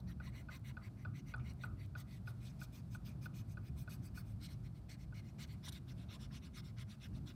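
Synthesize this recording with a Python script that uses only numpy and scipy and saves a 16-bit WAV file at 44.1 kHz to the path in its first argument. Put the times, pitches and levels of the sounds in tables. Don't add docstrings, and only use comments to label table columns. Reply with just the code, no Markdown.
import sys
import numpy as np
from scipy import signal
from scipy.fft import rfft, irfft
from scipy.io import wavfile
from scipy.ndimage import uniform_filter1d

SR = 44100
rng = np.random.default_rng(int(sys.argv[2]) if len(sys.argv) > 2 else 0)


def how_loud(loudness_db):
    steps = np.asarray(loudness_db, float) / 20
    return 10 ** steps


def digitize_waveform(pressure):
    field = np.atleast_2d(pressure).T
    bounded = np.clip(field, -1, 1)
    quanta = np.round(bounded * 32767).astype(np.int16)
    wavfile.write(sys.argv[1], SR, quanta)


N = 324128

PAD_S = .014
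LONGEST = SR // 6


def level(x, db):
    return x * how_loud(db) / np.sqrt(np.mean(x ** 2))


def band(x, hz, width_hz):
    b, a = signal.iirpeak(min(hz, .45 * SR), hz / width_hz, fs=SR)
    return signal.lfilter(b, a, x)


def lowpass(x, hz):
    b, a = signal.butter(1, hz, fs=SR)
    return signal.lfilter(b, a, x)


def decay(t, t60_s):
    return how_loud(-60 * t / t60_s)


def add(out, start_s, x):
    i = int(start_s * SR)
    out[max(i, 0):i + len(x)] += x[max(-i, 0):N - i]


def walk(size, rate_hz):
    hold = int(SR / rate_hz)
    steps = np.repeat(rng.standard_normal(size // hold + 1), hold)
    return 1.75 * uniform_filter1d(uniform_filter1d(steps, hold), hold)[:size]


def coloured(spectrum):
    hz, db = np.transpose(spectrum)
    bins_hz = np.arange(1, N // 2 + 2) * SR / N
    gain = how_loud(np.interp(np.log(bins_hz), np.log(hz), db, -90, -90))
    return irfft(rfft(rng.standard_normal(N)) * gain, N)


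def ventilation():
    # (frequency [Hz], width [Hz], level [dB])
    room_modes = [(53.7, 8.7, -2), (71.1, 11.8, -0.5), (103.95, 17.7, 1), (127.4, 18.3, 0.5),
                  (152.2, 16.2, -6), (184.4, 19, -4.5), (215.6, 16.2, -8), (256, 21, -14), (299, 27.5, -18),
                  (345.3, 25.3, -22.5), (367.4, 23, -26.5)]
    # (time [s], level [dB])
    swell = [(0.0, -48.5), (1.0, -52.5), (1.06, -47.5), (1.35, -52), (1.39, -45.5), (1.62, -53),
             (1.68, -48), (2.03, -52), (2.41, -50), (4.65, -49), (4.83, -53), (5.32, -50), (6.9, -51),
             (6.96, -55), (7.1, -48), (7.35, -49.5)]
    # (frequency [Hz], density [dB per Hz])
    air_spectrum = [(240, -31), (400, 3), (473, -2), (653, 2.5), (874, -4.5), (1450, -7.5), (1910, -16.5),
                    (2230, -15), (3120, -19), (4370, -17), (6920, -24), (8310, -21.5), (10100, -24),
                    (15600, -27.5)]
    rumble = np.zeros(N)
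    for hz, width_hz, db in room_modes:
        once = band(rng.standard_normal(N), hz, 1.56 * width_hz)
        mode = level(band(once, hz, 1.56 * width_hz), db)
        rumble += mode * np.sqrt(width_hz / 15) * how_loud(1.37 * walk(N, 7))
    swell_db = np.interp(np.arange(N) / SR, *np.transpose(swell))
    rumble = level(rumble, 0) * how_loud(uniform_filter1d(swell_db, size=SR // 15) + 1.33)
    air = level(coloured(air_spectrum), -72.5)
    drone = lowpass(air, 900)
    hiss = air - drone
    return rumble + drone * how_loud(1.3 * walk(N, 9)) + hiss * how_loud(.7 * walk(N, 5))


def slips(size, lean, sharp):
    warp = np.log(.5) / np.log(np.clip(lean, .15, .85))
    speed = np.sin(np.pi * np.linspace(0, 1, size) ** warp).clip(0)
    grit_db = 1.8 * rng.exponential(size=LONGEST) + 0.86 * walk(LONGEST, 107.6)
    grit = rng.standard_normal(LONGEST) * how_loud(grit_db)
    return grit[:size] * np.tanh(0.54 * speed) ** sharp


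def resonate(drive, modes, patchy_db=2.5):
    out = np.zeros(len(drive))
    for k, (hz, width_hz, db) in enumerate(modes):
        once = band(drive, hz * (1 + 0.016 * rng.standard_normal()), width_hz)
        steep = band(once, hz, 4.2 * width_hz)
        patchy = how_loud(db + patchy_db * walk(LONGEST, 48.1)[:len(drive)])
        out += (-1) ** k * steep * patchy / np.sqrt(width_hz / 400)
    return out


def stroke(start_s, end_s, db, lean, bright_db, hiss_db):
    # (until [s], modes (frequency [Hz], width [Hz], level [dB]))
    spots = [
        (1.9, [(3170, 450, -2.5), (3940, 400, 2.5), (4450, 300, 1), (5800, 420, 1), (7100, 600, -3), (8200, 500, 3), (9200, 600, -1), (11700, 1200, 6), (13200, 1200, -1), (14800, 1500, 5)]),
        (4.35, [(3560, 780, 9), (4480, 100, 3.5), (4920, 290, 3), (6240, 880, 3), (8230, 760, 3), (11650, 1300, 2.5), (12960, 440, -2.5), (14500, 1100, 4), (15100, 910, 1)]),
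        (5.6, [(3150, 690, -2), (4320, 370, 2), (4900, 290, -7.5), (5550, 960, 0.5), (7400, 580, -3), (8300, 260, -2.5), (9100, 450, -2), (11600, 1500, -2), (14600, 2000, -0.5)]),
        (7.4, [(3320, 760, -2), (3670, 420, 3), (4350, 750, -4.5), (5250, 380, -2.5), (5730, 650, -3), (7300, 570, -5), (9140, 850, -2), (11650, 990, -5.5), (13100, 800, -9.5), (15300, 1100, -9)]),
    ]
    bright_above_hz, hiss_above_hz = 4700, 6900
    size = min(int((end_s - start_s + 2 * PAD_S) * SR), LONGEST)
    modes = next(spot for until_s, spot in spots if start_s < until_s)
    card = [(hz, width_hz, mode_db + (bright_db + 1.5) * (hz > bright_above_hz))
            for hz, width_hz, mode_db in modes if hz < hiss_above_hz]
    edge = [mode for mode in modes if mode[0] > hiss_above_hz]
    lean = .5 + 1.43 * (lean - .5)
    scrape = level(resonate(slips(size, lean, 1.14), card), db + 0.25)
    hiss = level(resonate(slips(size, lean + 0.0065, 1.25), edge), db + hiss_db)
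    return scrape + hiss


def groan(start_s, end_s, db, hz, deep_db, lean):
    # (frequency [Hz], width [Hz], level [dB])
    panels = [(1730, 160, -10.5), (2150, 220, -4.5), (2500, 330, -8.5), (2840, 160, -9)]
    # (frequency [Hz], width [Hz], level [dB])
    deep_panels = [(1020, 150, -1.5), (1260, 420, -0.2), (1634, 290, -0.3)]
    size = min(int((end_s - start_s + PAD_S) * SR), LONGEST)
    under = resonate(slips(size, lean - .01, 1.0), [(hz, 140, 0)])
    others = resonate(slips(size, lean + 0.014, 0.7), panels)
    deep = resonate(slips(size, lean + .03, 0.48), deep_panels, patchy_db=4.0)
    return level(under, db - 4.0) + level(others, db - 4.5) + level(deep, db + deep_db + 0.11)


def sheet(x):
    t60_s, ring_db = 0.02, -4.0
    t = np.arange(N) / SR
    tail = rng.standard_normal(N) * how_loud(-60 * np.minimum(t / t60_s, 3))
    response = 1 + rfft(tail * how_loud(ring_db) / np.sqrt(np.sum(tail ** 2)))
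    broad = uniform_filter1d(np.abs(response) ** 2, size=300 * N // SR)
    return irfft(rfft(x) * response / np.sqrt(broad), N)


def rubbing():
    # (start [s], end [s], level [dB],
    # brightness [dB], edge hiss share [dB])
    catches = [
        (5.68, 5.702, -55, -5, -4.5),
        (5.721, 5.737, -59.5, -7, -5.5),
        (4.891, 4.909, -69.5, 1, -3),
        (1.998, 2.014, -72, -16, 6),
        (7.266, 7.284, -67.5, -3, -16),
        (2.445, 2.5, -68, -9, -12),
        (1.846, 1.864, -75, -7, -10),
        (0, 0.0089, -72.5, -8, -7),
        (5.389, 5.408, -70, -10, -16),
    ]
    # (start [s], end [s], level [dB], hum over scrape [dB])
    pushes = [(0.074, 0.121, -73, 3), (0.329, 0.416, -73, 6.5), (0.646, .709, -70.5, 5),
              (0.973, 1.042, -83, 9.5), (1.266, 1.325, -73.5, 5.5), (1.598, 1.663, -71.5, 1.5),
              (1.97, 2.017, -68.5, -2.5), (2.264, 2.311, -71.5, -5), (2.599, 2.648, -67.5, -4),
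              (2.911, 2.962, -72, -5), (3.22, 3.261, -70, -2), (3.483, 3.534, -77, -2),
              (3.766, 3.832, -72.5, -3.5), (4.027, 4.082, -73.5, -3), (4.241, 4.33, -82, 0.5),
              (4.477, 4.541, -70.5, -2), (4.751, 4.792, -80, -1.5), (4.982, 5.045, -76.5, 1),
              (5.231, 5.306, -78.5, 2.5), (5.473, 5.547, -72, 0.7), (5.717, 5.779, -65, -2.5),
              (5.964, 6.041, -74, -1.5), (6.2, 6.258, -66.5, -4.5), (6.424, 6.477, -70, 0),
              (6.632, 6.703, -72, -2.1), (6.883, 6.946, -68.5, -3.5), (7.14, 7.181, -73.5, -2)]
    # (start [s], end [s], level [dB], hum over scrape [dB])
    pulls = [(.216, .295, -71.5, 5.5), (.502, .569, -68, 6), (.822, .876, -75, 8.5),
             (1.143, 1.197, -72.5, 6), (1.443, 1.515, -72, 6), (1.78, 1.852, -76, 6),
             (2.064, 2.184, -74.5, 1.5), (2.408, 2.51, -74, 1.5), (2.734, 2.803, -71.5, -1.1),
             (3.058, 3.121, -69.5, .6), (3.344, 3.415, -70, -1.7), (3.635, 3.688, -76.5, 3),
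             (3.901, 3.959, -67.5, -1.8), (4.151, 4.213, -68.5, -0.5), (4.408, 4.464, -62.5, -8),
             (4.642, 4.672, -76, 2), (4.895, 4.947, -66.5, .6), (5.148, 5.2, -70.5, 4),
             (5.392, 5.444, -61.5, -1.5), (5.637, 5.683, -60.5, -5.5), (5.876, 5.921, -69.5, -1.4),
             (6.093, 6.161, -64, -1.5), (6.316, 6.379, -65.5, -2), (6.541, 6.599, -63, -3.5),
             (6.771, 6.825, -65.5, 0), (7.007, 7.063, -66, .6), (7.269, 7.314, -66.5, -3.5)]
    # (until [s], brightness [dB], edge hiss share [dB], panel under card [Hz], deep share [dB])
    grips = [(.3, -4, -6, 1900, -2.5), (1.1, -2, -3.5, 2083, -4.5), (1.55, 0, -5.5, 2150, -7),
             (2.35, -5, -4.5, 2030, -11.5), (3.7, 3, -2.5, 2430, -7.5), (4.35, 0.7, 0.3, 2440, -5.5),
             (5.6, -0.5, -7.5, 2150, -9), (5.85, -3, -9.5, 2030, -6.5), (6.5, -3, -10, 2730, -5),
             (6.85, -3.5, -9, 2140, -4.5), (7.4, -0.5, -10, 2680, -5)]
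    # (time [s], share of the stroke [1])
    pull_leans = [(0, 0.58), (1.45, 0.57), (2.4, 0.52), (2.7, .46), (3.1, 0.38), (3.6, 0.61), (3.9, 0.43),
                  (4.4, 0.59), (5.2, 0.49), (5.6, 0.55), (6.8, 0.59), (7.05, 0.56), (7.3, 0.46)]
    push_lean, catch_lean = 0.54, .38
    push_bright_db, push_hiss_db, push_deep_db = 0.6, 1.3, -0.1
    hiss_per_hum, deep_per_hum = -0.15, -0.58
    hum_lead_s, hum_lag_s = .007, 0.0064
    out = np.zeros(N)
    for push, rows in enumerate((pulls, pushes)):
        for start_s, end_s, db, hum_db in rows:
            _, bright_db, hiss_db, hz, deep_db = next(grip for grip in grips if start_s < grip[0])
            lean = push_lean if push else np.interp(start_s, *np.transpose(pull_leans))
            bright_db += push * push_bright_db
            hiss_db += push * push_hiss_db + hiss_per_hum * hum_db
            deep_db += push * push_deep_db + deep_per_hum * hum_db
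            add(out, start_s - PAD_S, stroke(start_s, end_s, db, lean, bright_db, hiss_db))
            hum = groan(start_s - hum_lead_s, end_s + hum_lag_s, db + hum_db, hz, deep_db, lean)
            add(out, start_s - hum_lead_s - PAD_S / 2, hum)
    for start_s, end_s, db, bright_db, hiss_db in catches:
        add(out, start_s, stroke(start_s + PAD_S, end_s - PAD_S, db, catch_lean, bright_db, hiss_db))
    return sheet(out)


def ring(modes, t, detune):
    return sum(sign * how_loud(db) * decay(t, t60_s) * np.sin(2 * np.pi * hz * detune * t)
               for hz, db, t60_s, sign in modes)


def knocks():
    # (time [s], peak [dB], sharp tap share [dB], buzz share [dB])
    hits = [(.2024, -47.5, -19, -16), (.4887, -46, -19, -16), (.7711, -44, -19, -16),
            (1.052, -43, -18, -16), (1.3408, -38.5, -15.5, -16), (1.6387, -39, -14.5, -16),
            (1.9541, -43, -17, -16), (2.2761, -45, -13, -17), (2.6171, -46.5, -11.5, -22),
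            (2.9504, -46.5, -14, -20), (3.2596, -44, -14, -21), (3.5732, -47.5, -18, -19),
            (3.8785, -47, -18, -20), (4.1758, -48, -14, -21), (5.1263, -54.5, -21, -20)]
    # (frequency [Hz], level [dB], t60 [s], signed gain [1])
    case_modes = [(587, -14.5, 0.52, 0.76), (869, -12.5, 0.089, -1.2), (1232, -4.5, 0.057, -1.05),
                  (1350, -5.5, 0.24, 0.4), (1473, 3.5, 0.26, 1), (1656, -12, 0.07, -0.68)]
    # (frequency [Hz], level [dB], t60 [s], signed gain [1])
    tap_modes = [(2500, 2, 0.022, 0.97), (3500, -18, 0.089, -1.1), (4000, -7, .04, 0.35),
                 (4320, -15, 0.14, -0.67), (4500, -34, 0.071, 1), (4780, -19.5, 0.14, -1)]
    lead_s, rise_s, tap_rise_s = .0025, .003, .0004
    free_s, held_db = .012, -27
    out, t = np.zeros(N), np.arange(SR // 5) / SR
    held = how_loud(held_db / (1 + np.exp(np.clip((free_s - t) / .0003, -50, 50))))
    rise = 1 - np.exp(-t / rise_s)
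    tap_rise = 1 - np.exp(-t / tap_rise_s)
    for hit_s, db, tap_db, buzz_db in hits:
        detune = 1 + .003 * rng.standard_normal(2)
        tap = how_loud(tap_db + 9.0) * ring(tap_modes, t, detune[1]) * tap_rise
        struck = ring(case_modes, t, detune[0]) * rise + tap
        desk = band(band(rng.standard_normal(len(t)), 690, 410), 700, 1500)
        thud = level(desk, -16.0) * decay(t, 0.18) * rise
        loose = band(rng.standard_normal(len(t)), 1220, 600)
        buzz = level(1.7 * band(loose, 1230, 130) - band(loose, 1440, 170), buzz_db + .1)
        buzz = buzz * decay(t, 0.35) * (t > free_s)
        add(out, hit_s - lead_s, how_loud(db - 3.3) * (held * struck + thud + buzz))
    return out


def ticks():
    # (time [s], peak [dB], pitch [Hz], width [Hz], t60 [s])
    cracks = [(.595, -63, 11000, 9000, 0.0065), (1.3624, -61, 9200, 900, 0.014),
              (1.382, -62, 4800, 2500, 0.0096), (1.396, -56, 780, 700, 0.034),
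              (1.3955, -60, 2400, 400, 0.12), (1.5355, -59, 12100, 9000, .006),
              (1.862, -58, 11000, 9000, 0.0066), (2.004, -61, 8200, 1500, .012),
              (4.281, -68, 9000, 9000, .006), (5.4766, -63, 11000, 9000, .006),
              (5.677, -50.5, 1010, 400, 0.065), (7.0869, -61, 11000, 8900, .006),
              (7.34, -70, 11100, 9000, .006)]
    out, t = np.zeros(N), np.arange(SR // 10) / SR
    for crack_s, db, hz, width_hz, t60_s in cracks:
        snap = rng.standard_normal(len(t)) * decay(t, t60_s)
        crack = band(band(snap, hz, width_hz), hz, min(3 * width_hz, .4 * SR))
        add(out, crack_s, crack * how_loud(db) / np.abs(crack).max())
    return out


def room(x):
    t60_s, echo_db, gap_s, top_hz = .3, -25, .009, 3500
    t = np.arange(SR // 2) / SR
    tail = lowpass(rng.standard_normal(len(t)) * decay(t, t60_s) * (t > gap_s), top_hz)
    return signal.fftconvolve(x, tail * how_loud(echo_db) / np.sqrt(np.sum(tail ** 2)))[:N]


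def scene():
    air = ventilation()
    rub = rubbing()
    hits = knocks() + ticks()
    return (air + rub + hits + room(hits + how_loud(-4.0) * rub))[None]


def low_pass(x):
    return signal.sosfilt(signal.butter(12, 15730, fs=SR, output="sos"), x)


def record(dry):
    return low_pass(dry)


dry = scene()
out = record(dry)
digitize_waveform(out)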